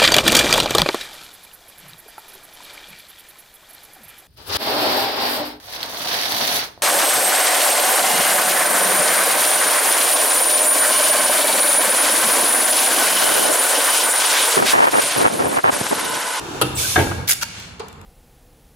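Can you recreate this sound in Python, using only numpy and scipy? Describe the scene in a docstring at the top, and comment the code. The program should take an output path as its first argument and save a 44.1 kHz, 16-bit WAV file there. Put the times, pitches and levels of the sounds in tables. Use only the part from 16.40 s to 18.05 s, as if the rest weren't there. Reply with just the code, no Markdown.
"""A factory hall, with a stereo microphone pair close to a pneumatic film sealing press.
The conveyor stops with a clack, air hisses as the cylinder drives the plate down, and the plate
lands with a rattling thump. The frame drones under load, a valve sputters and puffs, air bleeds
away, and the mechanism ticks and knocks. A limiter ducks the hall after the sputter."""
import sys
import numpy as np
from scipy import signal
from scipy.fft import rfft, irfft
from scipy.io import wavfile
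from scipy.ndimage import uniform_filter1d

SR = 44100
rng = np.random.default_rng(int(sys.argv[2]) if len(sys.argv) > 2 else 0)


def file_out(sig):
    """Save sig as 16-bit WAV at sys.argv[1]."""
    # one column per channel
    cols = np.atleast_2d(sig).T
    # limit, then scale
    lim = np.clip(cols, -1, 1)
    pcm = np.round(lim * 32767).astype(np.int16)
    wavfile.write(sys.argv[1], SR, pcm)


N = 72765
T = np.arange(N) / SR
HZ = np.fft.rfftfreq(N, 1 / SR)


def amp(db):
    """Decibels to gain."""
    return 10 ** (np.asarray(db) / 20)


def unit(x):
    """Scales to rms 1."""
    return x / np.sqrt(np.mean(x ** 2) + 1e-20)


def read(points, hz):
    """Reads a table on a log-frequency axis."""
    freqs, values = np.transpose(points)
    return np.interp(np.log(hz + 1), np.log(freqs), values)


def wander(hz):
    """Random drift of rms 1, up to about the given rate."""
    return unit(irfft(rfft(rng.standard_normal(N)) / (1 + (HZ / hz) ** 4), N))


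# How alike the two microphones hear the hall: freq_hz, likeness
MIC_LIKENESS = [(60, 1), (300, 0.55), (800, 0.32), (1700, 0.21), (3300, 0)]
# Sound arriving straight from the right, later at the left microphone: freq_hz, share
DIRECT_SHARE = [(1200, 0.14), (3000, 0.085), (6000, 0.09), (12000, 1)]

def noise(colour, left_lag_s=0.000295, ripple_db=3.5, ripple_step_hz=117.45):
    """Coloured noise at the two microphones, rippled by many small resonances."""
    right, independent = rfft(rng.standard_normal((2, N)))
    shared = read(MIC_LIKENESS, HZ) + read(DIRECT_SHARE, HZ) * np.exp(-2j * np.pi * HZ * left_lag_s)
    shared /= np.maximum(abs(shared), 1)
    left = shared * right + np.sqrt(np.maximum(1 - abs(shared) ** 2, 0)) * independent
    low_cut = HZ ** 2 / (HZ ** 2 + (colour[0][0] / 2) ** 2)
    ripple = np.interp(HZ / ripple_step_hz, np.arange(512), rng.standard_normal(512))
    colour_db = read(colour, HZ) + ripple_db * ripple * HZ / (HZ + 1000)
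    return unit(irfft(np.array([left, right]) * amp(colour_db) * low_cut, N))


def bands(x, count=10):
    """Splits a sound into overlapping bands, yielding (centre_hz, band)."""
    centres, spectrum = np.geomspace(60, 14000, count), rfft(x)
    for hz, weights in zip(centres, np.eye(count)):
        yield hz, irfft(spectrum * np.interp(np.log(HZ + 1), np.log(centres), weights), N)


def flow(start_s, stop_s, rise_s, level_db, sag_db_per_s, release_db_per_s):
    """An envelope that opens, sags (or grows, if the sag is negative) and dies after the stop."""
    since_start, since_stop = np.maximum(T - start_s, 0), np.maximum(T - stop_s, 0)
    opening = np.minimum(since_start / rise_s, 1)
    return opening * amp(level_db - sag_db_per_s * since_start - release_db_per_s * since_stop)


def crash(hits, colour, t60, rise_s, hold_s):
    """The dense ringing of struck parts: each band dies at its own speed, and the bass builds slowly."""
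    out = 0
    for hz, band in bands(noise(colour)):
        power = 0
        for start, db in hits:
            attack = np.clip((T - start) / (rise_s + 1 / hz), 0, 1)
            decay = amp(db - 60 * np.maximum(T - start - hold_s, 0) / read(t60, hz))
            power += (attack * decay) ** 2
        out += band * np.sqrt(power)
    return out


def ring(hits, modes, rise_s, spread):
    """Every hit rings the same modes; higher ones start faster and reach the microphones less alike."""
    out = np.zeros((2, N))
    for start, db in hits:
        first = round(start * SR)
        t = T[:N - first]
        for (hz, mode_db, t60), chance in zip(modes, rng.standard_normal(len(modes))):
            side_phase = np.array([[1], [-1]]) * chance * spread * hz / (hz + 1000)
            attack = 1 - np.exp(-t / rise_s * np.sqrt(hz / 1000))
            decay = amp(db + mode_db - 60 * t / t60)
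            out[:, first:] += attack * decay * np.sin(2 * np.pi * hz * T[first:] + side_phase)
    return out


# Room tone, all around the microphones: freq_hz, level_db
HALL_COLOUR = [(30, -16), (50, 0.5), (85, 6.5), (135, 2), (190, 3.5), (300, -7), (440, -10), (650, -12),
               (890, -9.5), (1400, -12), (2400, -21), (5000, -34), (10000, -38), (15500, -46)]

def hall(level_db=-41.5, waver_db=1):
    """The steady noise of the other machines in the hall."""
    return noise(HALL_COLOUR) * amp(level_db + waver_db * wander(hz=24))


# The running belt, close by: freq_hz, level_db
BELT_COLOUR = [(70, -18), (130, -14), (230, -19.5), (335, -5), (440, -14.5), (600, -18.5), (930, -14),
               (1400, -15), (1900, -24.5), (2900, -24), (6300, -29.5), (7400, -33.5), (10000, -35),
               (15500, -46)]
# Its double clack at the stop: start_s, level_db
STOP_CLACKS = [(.2134, -12.5), (.219, -10.5)]
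# Tone of the clack: freq_hz, level_db
STOP_COLOUR = [(80, -2), (250, -5), (450, 4.5), (700, -0.5), (1300, 5.5), (2100, -8.5), (3100, 2.5),
               (3750, -5), (4500, -5), (5500, -12.5), (11000, -3), (15500, -13)]
# Its decay: freq_hz, t60_s
STOP_T60 = [(100, 1), (400, 0.083), (1200, 0.078), (4000, 0.058), (13000, 0.02)]
# The stop ringing on: pitch_hz, level_db, t60_s
STOP_MODES = [(129.2, -17, 0.77), (300, -11.5, 0.74), (351.5, -9, 0.17), (441.7, 7, 0.045),
              (524.4, -8, 0.13), (790, -7.5, 0.17), (937, -3.5, 0.089), (1253, -9.5, 0.13),
              (1351, -12.5, 0.044), (2900, -25, 0.045), (3220, -10.5, 0.065), (4430, -4.5, 0.036)]

def conveyor():
    """The belt rattles along, then clacks against its stop."""
    running = flow(-0.1, 0.22, rise_s=0.05, level_db=-32, sag_db_per_s=-7, release_db_per_s=39.5)
    belt = noise(BELT_COLOUR) * running * amp(0.48 * wander(hz=35))
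    clack = crash(STOP_CLACKS, STOP_COLOUR, STOP_T60, rise_s=0.00023, hold_s=0.0025)
    return belt + clack + ring(STOP_CLACKS[:1], STOP_MODES, rise_s=0.0027, spread=0.43)


# Air at close range, as pilot hiss, down stroke and bleed: freq_hz, level_db
PILOT_COLOUR = [(5000, -30), (7400, 15), (8200, 24), (9300, 3), (11000, 9), (15500, 6.5)]
STROKE_COLOUR = [(300, -7.5), (1000, -3.5), (2000, -3.5), (3500, 2.5), (5000, 2.5), (6500, 4), (7300, -2),
                 (8300, 3), (11000, -1.5), (14000, -2.5), (15500, -47)]
BLEED_COLOUR = [(500, 3), (900, 1), (1700, 5.5), (2600, 4), (4000, 2), (8000, -2.5), (10500, -13.5),
                (15500, -22)]

def cylinder(flutter_db=0.6):
    """A thin hiss opens into the full rush of the down stroke; later the air bleeds away."""
    pilot = flow(0.346, 0.38, rise_s=0.0097, level_db=-28, sag_db_per_s=6, release_db_per_s=124)
    stroke = flow(0.358, 0.6, rise_s=0.038, level_db=-20.5, sag_db_per_s=15, release_db_per_s=97.5)
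    bleed = flow(1.03, 1.22, rise_s=0.16, level_db=-31.5, sag_db_per_s=32.5, release_db_per_s=94)
    hiss = noise(PILOT_COLOUR) * pilot
    rush = noise(STROKE_COLOUR) * stroke + noise(BLEED_COLOUR) * bleed
    return hiss + rush * amp(flutter_db * wander(hz=27))


# Carriage rumble under the hiss: freq_hz, level_db
CARRIAGE_COLOUR = [(45, -31), (72, 2), (115, 0), (180, -21), (400, -16), (1000, -28.5), (3000, -56)]
# The guides on the way down: peak_s, pitch_hz, level_db, width_s
GUIDE_SQUEAKS = [(0.388, 2317, -28.5, 0.0089), (0.406, 3550, -33, 0.036), (0.451, 1532, -26, 0.014)]

def guides(jitter_hz=45):
    """The carriage rumbles down its columns with a few faint squeaks."""
    sliding = flow(0.355, 0.45, rise_s=0.017, level_db=-30.5, sag_db_per_s=22, release_db_per_s=64.5)
    out = noise(CARRIAGE_COLOUR) * sliding
    for peak, hz, db, width in GUIDE_SQUEAKS:
        phase = 2 * np.pi * np.cumsum(hz + jitter_hz * wander(hz=148)) / SR
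        out += amp(db) * np.exp(-((T - peak) / width) ** 2) * np.sin(phase)
    return out


# Metal on metal near the microphones, the plate and then loose parts: start_s, level_db
PLATE_CLANKS = [(.5585, -9.5), (.5635, -5), (.593, -14)]
LOOSE_RATTLES = [(.669, -22.5), (.712, -21), (.717, -25.5)]
# The plate bouncing to rest: start_s, clatter_db, ring_db
BOUNCES = [(0.564, -31, -13.5), (0.5751, -12.5, -11), (0.589, -15, -11.5), (0.61, -17, -19),
           (0.677, -42, -53), (0.713, -38, -48)]
# Tone of the clanks, rattles and bounces: freq_hz, level_db
PLATE_COLOUR = [(200, 1), (480, 2.5), (740, -6), (1100, -7.5), (1400, 1.5), (1680, 5), (2000, -13),
                (2700, -12.5), (3600, -11.5), (6000, -48), (15000, -50)]
LOOSE_COLOUR = [(300, 0), (650, 4), (1000, 0), (1500, 2.5), (2000, -11), (2700, -1.5), (3800, -24),
                (12000, -37)]
BOUNCE_COLOUR = [(40, -14), (90, 4.5), (200, -5), (350, 3), (520, 2.5), (850, 2), (1100, -4), (1650, -8),
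                 (2100, -8), (3500, -11), (6000, -49), (15000, -43)]
# Decay of the metal contacts and of the bounces: freq_hz, t60_s
METAL_T60 = [(600, 0.034), (1700, 0.063), (6000, 0.021)]
BOUNCE_T60 = [(100, 1), (400, 0.31), (900, 0.061), (1700, 0.097), (5000, 0.2), (13000, 0.088)]
# Modes of the plate and of the frame: pitch_hz, level_db, t60_s
PLATE_RING = [(738.3, -3.5, 0.048), (1282, -22, 0.12), (1454, -18.5, 0.12), (1645, -10, 0.087),
              (1625, -5, 0.12), (1668, -9, 0.069), (2220, -18.5, 0.13)]
FRAME_RING = [(90.5, -4.5, 0.26), (133.7, -11, 0.21), (294.4, -11, 0.2), (339, -5.5, 0.14),
              (430, -11.5, 0.25), (686, -14, 0.18), (808, -13, 0.23), (898, -15, 0.3)]

def plate():
    """The plate clanks down and bounces, ringing the frame and rattling loose parts."""
    clank = crash(PLATE_CLANKS, PLATE_COLOUR, METAL_T60, rise_s=0.00021, hold_s=0.0023)
    clank += ring(PLATE_CLANKS, PLATE_RING, rise_s=0.00041, spread=0.18)
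    clatter_hits = [(start, db) for start, db, _ in BOUNCES]
    frame_hits = [(start, db) for start, _, db in BOUNCES]
    clatter = crash(clatter_hits, BOUNCE_COLOUR, BOUNCE_T60, rise_s=0.001, hold_s=0.0085)
    rattle = crash(LOOSE_RATTLES, LOOSE_COLOUR, METAL_T60, rise_s=0.0005, hold_s=0.0027)
    return clank + clatter + rattle + ring(frame_hits, FRAME_RING, rise_s=0.00086, spread=0.49)


# Low drone of the loaded frame: pitch_hz, drift_hz, relative_db
FRAME_DRONE = [(88, 7, 19), (127.4, 32, -19.5)]
# Its judder: freq_hz, level_db
JUDDER_COLOUR = [(60, -10), (130, 1), (200, 4.5), (330, -15.5), (480, 1), (650, -19), (830, -2.5),
                 (1100, -9.5), (1600, -17.5), (3000, -49), (8000, -63)]

def loaded_frame():
    """The frame drones and judders until the cylinder has reached full pressure."""
    drone = 0
    for hz, drift, db in FRAME_DRONE:
        drone += amp(db) * np.sin(2 * np.pi * np.cumsum(hz + drift * wander(hz=30)) / SR)
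    judder = amp(-2.5) * noise(JUDDER_COLOUR)
    push = flow(0.62, 0.834, rise_s=0.013, level_db=-26.5, sag_db_per_s=18.5, release_db_per_s=500)
    return (unit(drone) + judder) * amp(2.7 * wander(hz=45)) * push


# The valve spitting at close range: start_s, length_s, relative_db, brightest_hz
VALVE_SPURTS = [(0.8735, .003, -28, 5000), (.8774, 0.003, -17, 4500), (0.8863, 0.0015, -16, 12000),
                (.889, .003, -19, 4000), (.8935, 0.002, -12, 12000), (.8955, .0012, -15, 1800),
                (0.8985, 0.003, -12, 6000), (.9035, .003, -17, 9000), (.9077, 0.002, -8.5, 11000),
                (0.9125, 0.0022, -6, 6500), (0.9173, 0.006, -10.5, 5000), (0.9297, .004, -13, 7000)]
# Tone shared by the spurts: freq_hz, level_db
SPUTTER_COLOUR = [(700, -8.5), (1000, -19), (1400, 1), (2500, 2), (4000, 0), (6000, 0.5), (8500, 0),
                  (11000, 1), (14000, 0.5), (16000, -5)]

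def valve_sputter(rise_s=0.00076, fall_s=0.0053, focus_db=6, focus_octaves=0.6, grain_db=3):
    """Compressed air breaks out in quick grainy spurts, each with its own colour."""
    out = 0
    for hz, band in bands(noise(SPUTTER_COLOUR), count=16):
        power = 0
        for start, length, db, bright_hz in VALVE_SPURTS:
            boost_db = focus_db * np.exp(-(np.log2(hz / bright_hz) / focus_octaves) ** 2)
            attack = np.clip((T - start) / rise_s, 0, 1)
            decay = np.exp(-np.clip((T - start - length) / fall_s, 0, 20))
            power += (attack * amp(db + boost_db) * decay) ** 2
        out += band * np.sqrt(power)
    return out * amp(-1.5) * unit(amp(grain_db * wander(hz=1200)))


# Air leaving the valve port: freq_hz, level_db
PORT_COLOUR = [(300, -33), (600, -22), (950, -9), (1150, -12), (1420, 1), (1800, -2.5), (3500, -5),
               (6000, -2), (9000, -8.5), (15500, -13)]
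# The whistle in the port: pitch_hz, relative_db
PORT_WHISTLE = [(1420, -7), (2820, -17.5)]
# Modes of the valve body: pitch_hz, relative_db, t60_s
VALVE_RING = [(586, -16, 0.057), (918, -11, 0.084), (1398, 2, 0.028)]

def valve_puff(start_s=1.013, ping_s=1.026, peak_s=1.0315, level_db=-14, grain_db=3):
    """One last puff swells, whistles and shuts off, ringing the hollow valve body."""
    before, after = np.maximum(peak_s - T, 0), np.maximum(T - peak_s, 0)
    swell = (T > start_s) * amp(level_db - 747 * before - 1500 * after)  # slopes in dB per second
    whistle = 0
    for hz, db in PORT_WHISTLE:
        phase = 2 * np.pi * np.cumsum(hz + 35 * wander(hz=202)) / SR
        whistle += amp(db) * np.sin(phase + np.array([[-0.6], [0.6]]))
    air = noise(PORT_COLOUR) * unit(amp(grain_db * wander(hz=674)))
    return (air + whistle) * swell + ring([(ping_s, level_db)], VALVE_RING, rise_s=0.0016, spread=0.36)


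# Small sounds from the closed press, faint even this close: start_s, level_db
LIGHT_TICKS = [(1.199, -31.5), (1.483, -36.5), (1.486, -40), (1.528, -39.5), (1.614, -40.5)]
DOUBLE_KNOCK = [(1.3955, -30), (1.4005, -30)]
# Their tone: freq_hz, level_db
TICK_TONE = [(2000, 0), (5000, -3.5), (8000, 0.5), (11000, -6.5), (13000, 0), (15500, -18)]
KNOCK_TONE = [(150, -15), (450, 11.5), (650, -2), (900, 12.5), (1600, -2.5), (2600, -4.5), (4000, -1.5),
              (7000, -4), (15000, -24)]
# Their decay: freq_hz, t60_s
TICK_DECAY = [(3000, 0.024), (13000, 0.0057)]
KNOCK_DECAY = [(400, 0.12), (900, 0.31), (2000, 0.16), (8000, 0.019)]

def settling(note_s=1.405, note_hz=437, note_db=-20.5, width_s=0.0049):
    """The mechanism settles with light ticks and a knock that carries a short hollow note."""
    t = T - note_s
    pulse = amp(note_db) * np.exp(-(t / width_s) ** 2)
    note = pulse * np.sin(2 * np.pi * note_hz * t + np.array([[-0.35], [0.35]]))
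    knock = crash(DOUBLE_KNOCK, KNOCK_TONE, KNOCK_DECAY, rise_s=0.00064, hold_s=0.0017)
    ticks = crash(LIGHT_TICKS, TICK_TONE, TICK_DECAY, rise_s=0.00048, hold_s=0.00092)
    return note + knock + ticks


# Reverberation of the hall, heard from beside the press: freq_hz, t60_s
HALL_T60 = [(100, 0.62), (500, 0.85), (2000, 1), (5000, 0.84), (13000, 0.3)]

def reverb(x, build_s=0.014):
    """The diffuse tail of the factory hall, fed from the right channel."""
    white = noise([(20, 0), (20000, 0)])
    tail = sum(band * amp(-60 * T / read(HALL_T60, hz)) for hz, band in bands(white))
    tail *= np.clip(T / build_s, 0, 1)
    return signal.fftconvolve(x[1:], tail / np.linalg.norm(tail[0]), axes=1)[:, :N]


# Balance between the microphones: freq_hz, left_minus_right_db
MIC_BALANCE = [(100, -2.5), (330, -1.3), (750, 1), (1800, 2), (3300, 0), (5500, -2), (13000, -0.6)]

def scene():
    """The press up close and the hall behind it, as they reach the microphone pair."""
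    belt = conveyor()
    air = cylinder()
    press = plate() + guides()
    valve = valve_sputter() + valve_puff()
    knocks = settling()
    wet = reverb(amp(-10) * belt + amp(-6.5) * air + amp(-13) * (press + valve) + amp(-7.5) * knocks)
    mix = hall() + belt + air + press + loaded_frame() + valve + knocks + wet
    return irfft(rfft(mix) * amp(np.array([[0.5], [-0.5]]) * read(MIC_BALANCE, HZ)), N)


def record(dry, limit_db=-8, recover_db_per_s=11.5, cutoff_hz=15900):
    """Behind the microphones, a limiter that reacts most to treble and recovers slowly; a low-pass."""
    sensed = dry + 0.35 * (dry - np.roll(dry, 1, axis=1))  # treble lift
    power_db = 10 * np.log10(abs(uniform_filter1d((sensed ** 2).mean(0), size=220)) + 1e-12)
    recovery_db = T * recover_db_per_s
    held_db = np.maximum.accumulate(power_db + recovery_db) - recovery_db
    over_db = np.maximum(held_db - limit_db, 0)
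    ducked = dry / amp(uniform_filter1d(over_db, size=100))
    low_pass = signal.firwin(511, cutoff_hz, window=("kaiser", 9), fs=SR)
    return signal.oaconvolve(ducked, low_pass[None], "same")


dry = scene()
out = record(dry)
file_out(out)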